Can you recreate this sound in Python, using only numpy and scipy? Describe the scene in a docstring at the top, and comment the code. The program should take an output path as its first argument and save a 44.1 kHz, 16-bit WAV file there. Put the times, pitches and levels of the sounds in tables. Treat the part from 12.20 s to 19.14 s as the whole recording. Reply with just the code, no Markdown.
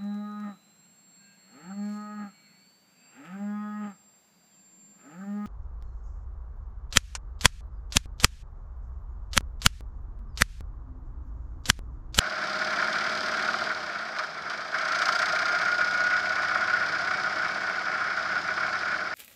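"""Big air-cooled V-twin motorcycle beside the crankcase: gritty rasp bursts locked to the two-turn cycle.
It pulls, shifts up with a clunk and pulls again into a cruise on a country road.
Contacts ring case and cover modes as drive clatter; valves tick; gears whine, sing and whistle as crank orders.
The exhaust drones as whole and half crank orders behind, over wind and tyre rumble of shaped noise.
Crank speed, throttle and the gear engaged drive the part levels."""
import sys
import numpy as np
from scipy import signal
from scipy.fft import rfft, irfft, next_fast_len
from scipy.io import wavfile

SR = 44100
rng = np.random.default_rng(int(sys.argv[2]) if len(sys.argv) > 2 else 0)


def master(y):
    """Save y as 16-bit WAV."""
    cut = np.clip(np.atleast_2d(y).T, -1, 1)
    pcm = np.round(cut * 32767)  # scale
    wavfile.write(sys.argv[1], SR, pcm.astype(np.int16))


N = 306054

# engine speed: climbs in the lower gear, falls through the shift, climbs to a cruise: time_s, turns_per_s
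CRANK_SPEED = [(0, 34.52), (.3, 34.18), (.6, 35.52), (1.2, 36.78), (1.45, 37.73), (2.0, 26.92),
               (2.25, 25.39), (2.55, 29.62), (2.8, 29.35), (3.1, 30.19), (3.7, 31.14), (4.0, 31.4),
               (4.7, 32.08), (5.1, 32.15), (5.5, 32.34), (6.5, 31.85), (6.94, 32.31)]
# rider pulls, shuts off to shift, blips, pulls hard, eases off: time_s, opening_0_to_1
THROTTLE_OPENING = [(0, 0), (.18, 0.04), (.34, 0.24), (1.0, 0.25), (1.44, 0.14), (1.53, 0), (1.9, 0.02),
                    (2.2, 0), (2.33, 0.12), (2.525, 0), (2.56, 0.47), (2.66, 0.59), (2.78, 0.84),
                    (2.97, 0.88), (3.3, 0.61), (4.3, 0.33), (5.0, 0.31), (5.75, 0.13), (6.6, 0.26),
                    (6.94, 0.03)]
# bursts in each two-turn cycle: start_cycles, rise_cycles, relative_db
RASP_STROKES = [(.042, .1, -2), (.645, .056, 1), (.77, .07, -11), (.2, .07, -13)]
COVER_STROKES = [(.05, .08, -5), (.19, .07, -5), (.68, .05, -7), (.79, .07, -3.5)]
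CASE_STROKES = [(.09, .07, -9), (.23, .06, -3), (.67, .06, -7), (.8, .06, -3.5)]
VALVE_STROKES = [(.69, .012, 0), (.12, .012, -6), (.26, .01, -9)]
# noise spectra: frequency_hz, relative_db
RASP_SPECTRUM = [(1500, -22.5), (2400, -4.5), (2880, -5.5), (3060, 0), (3900, -1), (4450, 0.5), (4900, 4),
                 (5500, -2.5), (6200, -9), (7200, -17), (8600, -21.5), (10200, -32.5), (13000, -34.5),
                 (15000, -43.5)]
TICK_SPECTRUM = [(1500, -17), (2700, -2.5), (3200, 1), (4000, 3), (4800, 2), (6000, -14), (8000, -21.5),
                 (14000, -36.5)]
RUMBLE_SPECTRUM = [(20, -25), (35, -21), (50, -22.5), (65, -9.5), (110, -12), (135, -7), (165, -2.5),
                   (215, -5.5), (255, -7.5), (340, -2), (520, -4), (800, -2.5), (1500, 3), (4000, -48.5)]
# resonances of case, covers, struck gears and pipes: frequency_hz, width_hz, relative_db
CASE_MODES = [(630, 57, 2), (703, 74, 0), (766, 60, -2)]
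COVER_MODES = [(950, 440, -20.5), (1079, 120, -8.5), (1249, 79, -2.5), (1376, 154, -0.5), (1455, 135, 1),
               (1573, 250, -4.5), (1723, 400, -9.5), (1940, 735, -13), (2230, 254, -10)]
GEAR_MODES = [(1038, 100, -3.5), (1324, 480, 4.5)]
PIPE_MODES = [(218.2, 4.2, 0)]
# share of the rattle alike in every cycle: lower_gear_share, upper_gear_share
REPEAT_SHARES = (.25, .1)
# brief level swings of rattle and whine, mostly dips: time_s, change_db, length_s
LEVEL_SWINGS = [(0.427, 3.5, 0.015), (0.485, 1, 0.02), (0.705, -1, 0.025), (1.03, -4, 0.031),
                (1.548, -2.5, .04), (2.52, 1.5, .035), (2.657, -0.5, 0.021), (2.766, -2, 0.017),
                (2.91, -1, .015), (2.982, -3, 0.015), (3.12, -4, .015), (3.563, -4, 0.035),
                (3.696, -9, 0.012), (3.896, -4, .014), (4.015, -4, 0.029), (4.22, -0.5, .022),
                (4.468, -2, .016), (4.786, -4.5, 0.015), (4.9, -5, 0.013), (5.026, -5, 0.012),
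                (5.39, -6, 0.014), (5.633, -7, 0.021), (5.945, -2, .028), (6.092, -1, 0.039),
                (6.223, -7, 0.048), (6.36, -7, 0.034), (6.515, -4, 0.037), (6.594, -4, .03),
                (6.775, -15, 0.013), (6.908, -6, 0.015)]
# singing gears: crank_order, relative_db, drift_rate_hz
GEAR_LINES = [(23.25, -8, 1.5), (69.5, -9, 16), (143, -15, 70), (161.8, -11, 90), (183, -20.5, 60),
              (212, -27, 45)]
# gear-change clunk and louder moments of rattle: time_s, ring_db, crack_db, decay_s
KNOCKS = [(.598, -21.5, -40, 0.015), (.624, -21.5, -42, 0.0073), (.682, -20, -44, .005),
          (1.286, -18.5, -42, 0.0041), (1.34, -21, -41, 0.0072), (1.963, -31, -41, 0.021),
          (1.986, -22, -30.5, 0.0032), (1.99, -23, -39, 0.016), (2.032, -32.5, -42, 0.029),
          (2.039, -30, -54, 0.0049), (2.298, -33, -35, .012), (2.541, -24.5, -42, 0.021),
          (2.819, -21, -41, .007), (2.888, -15.5, -38, 0.0063), (3.159, -22, -36, .0066),
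          (3.583, -29.5, -47, 0.02), (4.232, -23, -32, 0.0057), (4.353, -15.5, -46, 0.0047),
          (4.476, -26, -57, .02), (4.798, -22.5, -49, 0.0055), (4.908, -18, -47, .006),
          (4.923, -22, -43, 0.0023), (5.257, -22, -48, 0.0043), (5.813, -25, -48, 0.013),
          (5.967, -32, -46, 0.07), (6.376, -23.5, -50, .013), (6.527, -28, -50, 0.015),
          (6.609, -29, -40, 0.0049), (6.76, -22.5, -43, 0.0056)]
# drone of pipes and engine block: crank_order, lower_gear_relative_db, upper_gear_relative_db
EXHAUST_ORDERS = [(1, -77, -85), (2, -72, -75), (2.5, -67, -76.5), (3, -68.5, -68.5), (3.5, -73, -70.5),
                  (4, -67, -68), (4.5, -59.5, -71.5), (5, -67, -75), (5.5, -56.5, -67.5), (6, -50.5, -57),
                  (6.5, -70, -73), (7, -70, -67.5), (7.5, -60, -70), (8, -60, -74), (9, -58.5, -67.5),
                  (9.5, -60, -64), (10, -55, -63), (10.5, -60.5, -75.5), (11, -59.5, -63), (12, -74, -65),
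                  (13, -69, -70), (17, -55.5, -79.5), (18, -49.5, -64.5), (20, -72, -70)]
# pipe and case resonances the drone glides through: frequency_hz, half_width_hz, lift_db
BOOMS = [(95, 2.6, 9), (623.5, 19, 9)]

CONTACTS_PER_CYCLE = 300
PRIMARY_ORDER, GEARBOX_ORDER, WHISTLE_ORDER = 46.5, 45.4, 211  # cycles per crank turn
WHINE_PEAK_HZ, WHINE_WIDTH_HZ = 1451, 32.4  # cover resonance
CLUTCH_BITE_S, CLUTCH_SLIP_S = 2.528, 0.02  # upper gear takes up the drive
CRUISE_TURNS_PER_S, SINGING_TURNS_PER_S = 32, 31.2
KNOCK_ATTACK_S = 0.00035
ROAD_DB, GUST_DB, GUST_RATE_HZ = -43, 1, 15
CUTOFF_HZ = 15150


def from_db(db):
    """Decibels to gain."""
    return 10 ** (np.asarray(db) / 20)


def rms_one(x):
    """Scale to rms 1."""
    return x / np.sqrt(np.mean(x ** 2) + 1e-20)


def in_time(rows):
    """Interpolate a (time, value) curve at every sample."""
    time_s, values = np.transpose(rows)
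    return np.interp(np.arange(N) / SR, time_s, values)


def drift(rate_hz):
    """Random drift of rms about 1: noise through two poles at rate_hz."""
    step = 40  # samples per drift point
    pole = np.exp(-2 * np.pi * rate_hz * step / SR)
    noise = rng.standard_normal(N // step + 2002)
    slow = signal.lfilter([1], [1, -2 * pole, pole * pole], noise)[2000:]  # drop filter settling
    return np.interp(np.arange(N) / step, np.arange(len(slow)), rms_one(slow))


def coloured(x, spectrum):
    """Filter x by a spectrum interpolated over log frequency; rms 1."""
    size = next_fast_len(N)
    hz, db = np.transpose(spectrum)
    bins_hz = np.arange(size // 2 + 1) * SR / size
    gain = from_db(np.interp(np.log(bins_hz + 1), np.log(hz), db))
    return rms_one(irfft(rfft(x, size) * gain, size)[:N])


def impacts(per_s, spread_db):
    """Random tiny contacts of uneven size; rms 1."""
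    sizes = from_db(spread_db * np.clip(rng.standard_normal(N), -2, 2))
    return rms_one(sizes * (rng.random(N) < per_s / SR))


def body(force, modes, place=0, repeat=0):
    """Randomly signed force rings steep-sided modes; `repeat` is the power share fixed by cycle place."""
    out, power = 0, 0
    for hz, width_hz, db in modes:
        r = np.exp(-np.pi * width_hz / SR)
        numerator = [(1 - r * r) / 2, 0, -(1 - r * r) / 2]
        section = numerator + [1, -2 * r * np.cos(2 * np.pi * hz / SR), r * r]
        usual = rng.standard_normal(CONTACTS_PER_CYCLE)[place]
        fresh = rng.standard_normal(len(force))
        strength = np.sqrt(repeat) * usual + np.sqrt(1 - repeat) * fresh
        ring = signal.sosfilt([section, section], force * strength + 1e-18)
        out = out + from_db(db) * ring
        power += from_db(db) ** 2 * np.pi * width_hz / (2 * SR)
    return out / np.sqrt(power)


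def strokes(turns, table, between, uneven_db):
    """Gain of uneven bursts locked to the cycle over a floor `between`; mean power 1 for a fixed floor."""
    power = 0
    for start, rise, db in table:
        cycle = turns / 2 - start + 2
        age = cycle % 1 / rise
        strengths = from_db(db + uneven_db * rng.standard_normal(256))
        power = power + (strengths[cycle.astype(int)] * age * np.exp(1 - age)) ** 2
    return np.sqrt((power / power.mean() + between ** 2) / (1 + between ** 2))


def order_band(turns, order, width_hz):
    """Rough narrow band at a crank order: drifting sine and cosine; rms 1."""
    phase = 2 * np.pi * order * turns
    return rms_one(drift(width_hz) * np.sin(phase) + drift(width_hz) * np.cos(phase))


def effort_db(drive, shut_db, open_db, bend, speed_db, upper_gear_db):
    """Part level from throttle opening, turns per second relative to cruise, and gear."""
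    speed, throttle, upper_gear = drive
    load_db = shut_db + open_db * throttle ** bend
    return load_db + speed_db * (speed - CRUISE_TURNS_PER_S) + upper_gear_db * upper_gear


def rasp(turns, throttle, upper_gear, level_db):
    """Cylinder bursts of grit; throttle sharpens them and adds sizzle, the upper gear blurs them."""
    between = (1.45 + .45 * upper_gear) * from_db(-14 * throttle)
    gate = strokes(turns, RASP_STROKES, between, uneven_db=1.15)
    grit = impacts(per_s=20000, spread_db=-0.5) * rng.standard_normal(N)
    highpass = signal.butter(2, 6200, "high", fs=SR, output="sos")
    hiss = signal.sosfilt(highpass, rng.standard_normal(N))
    sizzle_gate = strokes(turns, RASP_STROKES, between=.35, uneven_db=1.5)
    sizzle = from_db(-15 + 20 * throttle) * sizzle_gate * hiss
    return from_db(level_db) * coloured(gate * grit + sizzle, RASP_SPECTRUM)


def clatter(turns, throttle, upper_gear, case_db, cover_db, waver_db=-0.32, waver_rate_hz=7):
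    """Chain, tappets and pistons strike case and covers; cover level wavers, slightly less at open throttle."""
    place = (turns / 2 * CONTACTS_PER_CYCLE).astype(int) % CONTACTS_PER_CYCLE
    contacts = rms_one(1.0 * (np.diff(place, prepend=0) != 0))
    repeat = np.interp(upper_gear, [0, 1], REPEAT_SHARES)
    cover_gate = strokes(turns, COVER_STROKES, between=1.0, uneven_db=.7)
    case_gate = strokes(turns, CASE_STROKES, between=.8, uneven_db=.5)
    waver = from_db(waver_db * (4.0 - throttle) * drift(waver_rate_hz))
    cover_ring = body(cover_gate * contacts, COVER_MODES, place, repeat / 2)
    case_ring = body(case_gate * contacts, CASE_MODES, place, repeat)
    return from_db(cover_db) * waver * cover_ring + from_db(case_db) * case_ring


def ticks(turns, level_db):
    """Valves seat at fixed cycle places: short, dry noise ticks of uneven strength."""
    gate = strokes(turns, VALVE_STROKES, between=0, uneven_db=3)
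    return from_db(level_db) * coloured(gate * rng.standard_normal(N), TICK_SPECTRUM)


def mesh(turns, order, flutter_db, wander_rad):
    """Tooth-mesh tone, fluttering in level and phase, peaking at the cover resonance."""
    detuning = 2 * (order * np.gradient(turns) * SR - WHINE_PEAK_HZ) / WHINE_WIDTH_HZ
    phase = 2 * np.pi * order * turns + wander_rad * drift(3.5) + 0.053 * drift(57)
    tone = rms_one(from_db(flutter_db * drift(20)) * np.sin(phase))
    return tone / np.sqrt(1 + detuning ** 2)


def whine(turns, level_db, gearbox_db=-4):
    """Primary drive and gearbox mesh at nearly the same pitch and beat."""
    primary = mesh(turns, PRIMARY_ORDER, flutter_db=.9, wander_rad=0.35)
    gearbox = mesh(turns, GEARBOX_ORDER, flutter_db=4.0, wander_rad=0.69)
    return from_db(level_db) * (primary + from_db(gearbox_db) * gearbox)


def level_swings():
    """Gain of brief smooth dips and rises, Gaussian in dB."""
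    time_s = np.arange(N) / SR
    total_db = 0
    for center_s, change_db, length_s in LEVEL_SWINGS:
        total_db = total_db + change_db * np.exp(-(2 * (time_s - center_s) / length_s) ** 2)
    return from_db(total_db)


def singing(turns, level_db):
    """Other gears sing in rough bands that follow the crank."""
    out = 0
    for order, db, width_hz in GEAR_LINES:
        out = out + from_db(level_db + db) * order_band(turns, order, width_hz)
    return out


def whistle(turns, level_db, width_hz=35):
    """Thin gear whistle at a high crank order, in patches as the cylinders fire."""
    gate = strokes(turns, RASP_STROKES, between=.8, uneven_db=3)
    return from_db(level_db) * gate * order_band(turns, WHISTLE_ORDER, width_hz)


def knocks(case_db=-15, cover_db=-3, gear_db=-3):
    """Short flurries: gear-change clunk and louder moments of rattle, ringing gears, covers and case."""
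    rings, crack = np.zeros(N), np.zeros(N)
    age_s = np.arange(SR // 8) / SR
    for time_s, ring_db, crack_db, decay_s in KNOCKS:
        start = round(time_s * SR)
        at = slice(start, start + len(age_s))
        flurry = (1 - np.exp(-age_s / KNOCK_ATTACK_S)) * np.exp(-age_s / decay_s)
        ring = from_db(gear_db) * body(flurry, GEAR_MODES)
        ring = ring + from_db(cover_db) * body(flurry, COVER_MODES)
        ring = ring + from_db(case_db) * body(flurry, CASE_MODES)
        rings[at] += from_db(ring_db) * ring
        crack[at] += from_db(crack_db) * flurry
    return rings + crack * coloured(rng.standard_normal(N), RASP_SPECTRUM)


def exhaust(turns, level_db, upper_gear):
    """Pipe drone: whole and half orders, since the twin fires unevenly; lines swell through resonances."""
    out, speed = 0, np.gradient(turns) * SR
    for order, lower_db, upper_db in EXHAUST_ORDERS:
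        phase = 2 * np.pi * (order * turns + rng.random()) + 0.06 * drift(3.7)
        boom_db = 0
        for hz, half_width_hz, lift_db in BOOMS:
            boom_db = boom_db + lift_db / (1 + ((order * speed - hz) / half_width_hz) ** 2)
        line_db = lower_db + upper_gear * (upper_db - lower_db) + boom_db + 0.27 * drift(3.2)
        out = out + from_db(line_db) * np.sin(phase)
    return np.sqrt(2) * from_db(level_db) * out


def pipe_hum(throttle, shut_db=-61, open_db=-35):
    """Noise rings one pipe resonance, fading as the throttle opens."""
    return from_db(shut_db + open_db * throttle) * body(np.ones(N), PIPE_MODES)


def rumble(engine_db):
    """Engine roar, air tumbling round the leg and tyres on asphalt: one shaped noise, randomly buffeted."""
    level = np.hypot(from_db(ROAD_DB), from_db(engine_db)) * from_db(GUST_DB * drift(GUST_RATE_HZ))
    return level * coloured(rng.standard_normal(N), RUMBLE_SPECTRUM)


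def scene():
    """Lock the engine parts to the crank, set levels from speed, throttle and gear, and sum."""
    speed, throttle = in_time(CRANK_SPEED), in_time(THROTTLE_OPENING)
    upper_gear = np.clip((np.arange(N) / SR - CLUTCH_BITE_S) / CLUTCH_SLIP_S, 0, 1)
    turns = np.cumsum(speed) / SR
    drive = (speed, throttle, upper_gear)
    # singing and drone stop growing with speed above these limits
    gear_drive = (np.minimum(speed, SINGING_TURNS_PER_S), throttle, upper_gear)
    pipe_drive = (np.minimum(speed, CRUISE_TURNS_PER_S), throttle, upper_gear)

    # speed_db is dB per turn per second
    rasp_db = effort_db(drive, shut_db=-45.0, open_db=13.5, bend=0.76, speed_db=0.5, upper_gear_db=-3.0)
    case_db = effort_db(drive, shut_db=-44.5, open_db=8.5, bend=1.0, speed_db=0.27, upper_gear_db=0.0)
    cover_db = effort_db(drive, shut_db=-35.0, open_db=8.5, bend=0.69, speed_db=0.35, upper_gear_db=1.5)
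    tick_db = effort_db(drive, shut_db=-62, open_db=13, bend=.6, speed_db=1.3, upper_gear_db=-4)
    whine_db = effort_db(drive, shut_db=-43.5, open_db=14.0, bend=0.88, speed_db=-1.3, upper_gear_db=8.0)
    singing_db = effort_db(gear_drive, shut_db=-63.5, open_db=14, bend=0.79, speed_db=7.5, upper_gear_db=22)
    whistle_db = effort_db(drive, shut_db=-73, open_db=20.5, bend=.7, speed_db=-1.5, upper_gear_db=-3.5)
    pipe_db = effort_db(pipe_drive, shut_db=-14, open_db=19.5, bend=0.28, speed_db=3.8, upper_gear_db=1)
    roar_db = effort_db(drive, shut_db=-54.5, open_db=13.5, bend=0.77, speed_db=1.7, upper_gear_db=3.8)

    engine = rasp(turns, throttle, upper_gear, rasp_db) + ticks(turns, tick_db)
    rattle = clatter(turns, throttle, upper_gear, case_db, cover_db)
    chain = level_swings() * (rattle + whine(turns, whine_db))
    gears = singing(turns, singing_db) + upper_gear * whistle(turns, whistle_db) + knocks()
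    pipes = exhaust(turns, pipe_db, upper_gear) + pipe_hum(throttle)
    return (engine + chain + gears + pipes + rumble(roar_db))[None]


def record(dry):
    """Microphone drops the deepest rumble; a steep lowpass cuts the top."""
    lean = signal.sosfilt(signal.butter(2, 34, "high", fs=SR, output="sos"), dry)
    return signal.sosfilt(signal.ellip(10, .1, 80, CUTOFF_HZ, fs=SR, output="sos"), lean)


dry = scene()
out = record(dry)
master(out)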